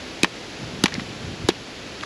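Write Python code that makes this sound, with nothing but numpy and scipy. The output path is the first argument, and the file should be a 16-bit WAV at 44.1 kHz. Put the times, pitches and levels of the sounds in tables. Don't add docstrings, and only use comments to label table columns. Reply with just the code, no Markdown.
import sys
import numpy as np
from scipy import signal
from scipy.fft import rfft, irfft
from scipy.io import wavfile

SR = 44100
rng = np.random.default_rng(int(sys.argv[2]) if len(sys.argv) > 2 else 0)


def inscribe(sig):
    pcm = np.round(np.clip(np.atleast_2d(sig).T, -1, 1) * 32767)
    wavfile.write(sys.argv[1], SR, pcm.astype(np.int16))


N = 90404
T = np.arange(N) / SR


def from_db(db):
    return 10 ** (np.asarray(db) / 20)


def rms_one(x):
    return x / np.sqrt(np.mean(x ** 2) + 1e-20)


def colour(x, points, keep_power=True):
    size = 2 * N
    hz, db = np.transpose(points)
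    bin_hz = np.arange(N + 1) * SR / size
    gain = from_db(np.interp(np.log(bin_hz + 1), np.log(hz), db))
    if keep_power:
        gain = rms_one(gain)
    cepstrum = irfft(np.log(gain))
    cepstrum[1:N] *= 2
    cepstrum[N + 1:] = 0
    response = np.exp(rfft(cepstrum))
    return irfft(rfft(x, size) * response)[:N]


def low_pass(x, hz):
    sos = signal.butter(2, min(hz, 0.45 * SR), fs=SR, output="sos")
    return signal.sosfilt(sos, x + 1e-18)


def high_pass(x, hz):
    sos = signal.butter(2, hz, "high", fs=SR, output="sos")
    return signal.sosfilt(sos, x + 1e-18)


def since(s):
    return np.maximum(T - s, 0)


def wind():
    # (frequency [Hz], relative level [dB])
    leaf_tone = [(20, -24), (50, -5.5), (110, -6), (180, -5), (310, -2.5), (450, -5), (650, -8),
                 (1100, -13), (1500, -12), (2700, -11.5), (4400, -14), (6000, -19.5), (8000, -25),
                 (10600, -32), (13000, -38.5), (16000, -33)]
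    # (time [s], level shift [dB])
    breeze = [(0, 0.5), (0.4, -0.2), (0.8, 0.25), (1.3, -0.16), (1.65, -1.5), (2.05, 0)]
    # (time [s], level [dB])
    gusts = [(0, -65), (0.55, -51), (0.63, -34), (0.72, -40), (0.95, -39), (1.08, -39), (1.18, -41.5),
             (1.27, -36), (1.45, -37), (1.56, -54), (2.05, -49)]
    # (frequency [Hz], relative level [dB])
    rumble_tone = [(20, -19), (60, -7), (130, 0), (250, -3), (450, -13), (900, -26), (3000, -41),
                   (12000, -88)]
    leaves_db, lumps_db = -36, 2.5

    leaf_level = from_db(leaves_db + np.interp(T, *np.transpose(breeze)))
    leaves = leaf_level * colour(rng.standard_normal(N), leaf_tone)
    lumps = rms_one(low_pass(rng.standard_normal(N), hz=15))
    rumble_level = from_db(np.interp(T, *np.transpose(gusts)) + lumps_db * lumps)
    rumble = rumble_level * colour(rng.standard_normal(N), rumble_tone)
    return leaves + rumble


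def side_hiss():
    # (frequency [Hz], gain [dB])
    side_tone = [(30, -73), (5000, -78.5), (10500, -74), (12300, -58), (14000, -62), (16000, -66)]
    hiss = colour(rng.standard_normal(N), side_tone, keep_power=False)
    return hiss * np.array([[1], [-1]])


def ring(s, modes):
    t = since(s)
    out = 0
    for hz, db, t60 in modes:
        decay = 1000 ** -np.minimum(t / t60, 10)
        out = out + from_db(db) * np.sin(2 * np.pi * hz * t) * decay
    return out


def snap(s, decay_s):
    fibres_per_s, spread_db, edge_share = 16000, 2, 0.6
    signs = rng.choice([-1, 1], N)
    sizes = from_db(spread_db * rng.standard_normal(N))
    grains = signs * sizes * (rng.random(N) < fibres_per_s / SR)
    decay = np.exp(-np.minimum(since(s) / decay_s, 20))
    shower = rms_one(grains * (T > s) * decay) / np.sqrt(N)
    shower[int(s * SR)] -= edge_share
    return shower * np.sqrt(decay_s * SR / 2)


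def thump(s, hz, rise_s, sag):
    steepness = 5.1
    t = since(s)
    pitch = hz * 2 ** (-abs(sag) * t) * (T > s)
    phase = 2 * np.pi * np.cumsum(pitch) / SR
    swell = t / rise_s * np.exp(1 - np.minimum(t / rise_s, 20))
    return np.sin(phase) * swell ** steepness


def chops():
    # (time [s], crack level before its filters [dB], crack low edge [Hz], crunch level [dB],
    #   crunch decay [s], thump level [dB], thump start pitch [Hz], pitch sag [octaves/s],
    #   blade ring level [dB], blade pitch [Hz], blade ring t60 [s])
    blows = [(0.2323, -7.5, 2090, -15, 0.006, -8, 398, 97, -3, 2520, 0.011),
             (0.8377, -9, 700, -10, 0.0041, -5.5, 384, 107, -9, 3860, .018),
             (1.4867, -13.5, 3430, -13, 0.0061, -4.5, 362, 4.1, -12, 3760, 0.025)]
    # (pitch [Hz], level relative to the thump [dB], t60 [s])
    trunk_modes = [(183.4, -22.5, 0.16), (245, -22.5, 0.065), (420, -81, 0.046), (720, -17.5, .05),
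                   (830, -30.5, 0.035), (1210, -16.5, 0.038)]
    # (frequency [Hz], relative level [dB])
    crack_tone = [(500, -24), (1600, -3), (2600, 7.5), (4000, 1), (6000, 2.5), (8000, 0.5), (10500, -3),
                  (16000, -16)]
    # (frequency [Hz], relative level [dB])
    crunch_tone = [(40, -26), (150, -6.5), (450, -5.5), (800, 5.5), (1250, 1.5), (1750, 1), (2600, -1),
                   (4000, 1), (5300, -4), (7500, -10.5), (16000, -28.5)]
    crack_decay_s, crunch_delay_s = 0.0012, 0.0012
    rise_s = 0.00424

    cracks, crunches, body = 0, 0, 0
    for (s, crack_db, edge_hz, crunch_db, crunch_decay_s, thump_db, thump_hz, sag,
         blade_db, blade_hz, blade_t60) in blows:
        cracks = cracks + from_db(crack_db) * high_pass(snap(s, crack_decay_s), edge_hz)
        crunches = crunches + from_db(crunch_db) * snap(s + crunch_delay_s, crunch_decay_s)
        nut = thump(s, thump_hz, rise_s, sag)
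        trunk = ring(s + rise_s / 2, trunk_modes)
        blade = ring(s + crunch_delay_s, [(blade_hz, blade_db, blade_t60)])
        body = body + from_db(thump_db) * (nut + trunk) + blade
    return colour(cracks, crack_tone) + colour(crunches, crunch_tone) + body


def bites():
    # (time [s], clack level before its filters [dB], decay [s], brightness [Hz],
    #   knock level [dB], knock pitch [Hz])
    deeper_cuts = [(0.245, -5.5, 0.0029, 4250, -3.5, 1750), (0.8582, -7, 0.0039, 5550, -9, 3170),
                   (1.5007, -21, 0.003, 4500, -13, 3300)]
    # (pitch [Hz], relative level [dB], t60 [s])
    husk_modes = [(858, -10, .03), (1040, -7, 0.031), (1334, -9, 0.027), (2325, -10.5, 0.038)]
    # (frequency [Hz], relative level [dB])
    clack_tone = [(40, -22), (120, -13), (300, -2), (600, -8), (920, 0), (1300, -3), (1900, -3), (3200, -3),
                  (5000, -7), (8000, -13.5), (16000, -8)]
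    knock_t60_s, husk_db = 0.01, -3.5

    clacks, knocks = 0, 0
    for s, db, decay_s, bright_hz, knock_db, knock_hz in deeper_cuts:
        clacks = clacks + from_db(db) * low_pass(snap(s, decay_s), bright_hz)
        knock = ring(s, [(knock_hz, knock_db, knock_t60_s)])
        husk = from_db(db + husk_db) * ring(s, husk_modes)
        knocks = knocks + knock + husk
    return colour(clacks, clack_tone) + knocks


def ticks():
    # (time [s], level before the resonance [dB], decay [s], pitch [Hz], bandwidth [Hz])
    creaks = [(0.2675, -47, 0.0032, 2000, 1500), (0.8513, -21, 0.00097, 4200, 2000),
              (0.8812, -25.5, 0.0064, 2000, 1800), (0.9227, -30.5, 0.014, 2000, 600),
              (0.9412, -18.5, 0.002, 4770, 3500), (0.9520, -32.5, 0.012, 1950, 450),
              (0.9965, -28, 0.0052, 1680, 1200), (1.0065, -31, .003, 3000, 2500),
              (1.5044, -27.5, 0.0067, 2370, 700), (2.0098, -27.5, .0015, 2700, 1200),
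              (2.0300, -30, 0.01, 1950, 600), (2.0348, -24, .004, 1150, 800)]
    out = 0
    for s, db, decay_s, hz, width_hz in creaks:
        band = signal.iirpeak(hz, hz / width_hz, fs=SR)
        narrow = signal.lfilter(*band, snap(s, decay_s) + 1e-18)
        makeup = np.sqrt(SR / (np.pi * width_hz))
        out = out + from_db(db) * makeup * narrow
    return out


def bumps():
    # (time [s], level [dB], pitch [Hz])
    shifts = [(0.978, -18, 221), (0.9903, -29, 199), (1.0140, -24, 183), (1.238, -24, 134),
              (1.2580, -35, 89), (1.4380, -23, 102)]
    rise_cycles = 1.1
    return sum(from_db(db) * thump(s, hz, rise_cycles / hz, sag=0) for s, db, hz in shifts)


def grove(x):
    echo_db, t60_s, top_hz = -25, 0.13, 3400
    t = T[:SR // 2]
    tail = low_pass(rng.standard_normal(len(t)), top_hz) * 1000 ** (-t / t60_s)
    tail = tail / np.linalg.norm(tail)
    return from_db(echo_db) * signal.fftconvolve(x, tail)[:N]


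def scene():
    handling = low_pass(ticks() + bumps(), hz=6150)
    work = chops() + bites() + handling
    return work + grove(work) + wind() + side_hiss()


def gain_control(x):
    threshold_db, share = -6.5, 0.24
    release_db_per_s, attack_s = 17, 0.013
    level_db = 20 * np.log10(np.abs(x).max(axis=0) + 1e-9)
    over = np.maximum(level_db - threshold_db, 0) * share
    creep = release_db_per_s * T
    held = np.maximum.accumulate(over + creep) - creep
    r = np.exp(-1 / (attack_s * SR))
    reduction_db = signal.lfilter([1 - r], [1, -r], held)
    return x * from_db(-reduction_db)


def record(dry):
    # (frequency [Hz], gain [dB])
    microphone = [(7100, 0), (8000, -5.5), (8800, -9), (9150, -18.5), (9500, -4.5), (10100, -2),
                  (10750, 4.5), (11550, -9), (12400, -9), (13200, -7), (14000, -20), (16000, -26)]
    heard = np.array([colour(channel, microphone, keep_power=False) for channel in dry])
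    heard = gain_control(high_pass(heard, hz=40))
    heard = heard / (1 + (heard / 0.9) ** 8) ** (1 / 8)
    top_cut = signal.ellip(10, 0.1, 80, 15700, fs=SR, output="sos")
    return signal.sosfilt(top_cut, heard)


dry = scene()
out = record(dry)
inscribe(out)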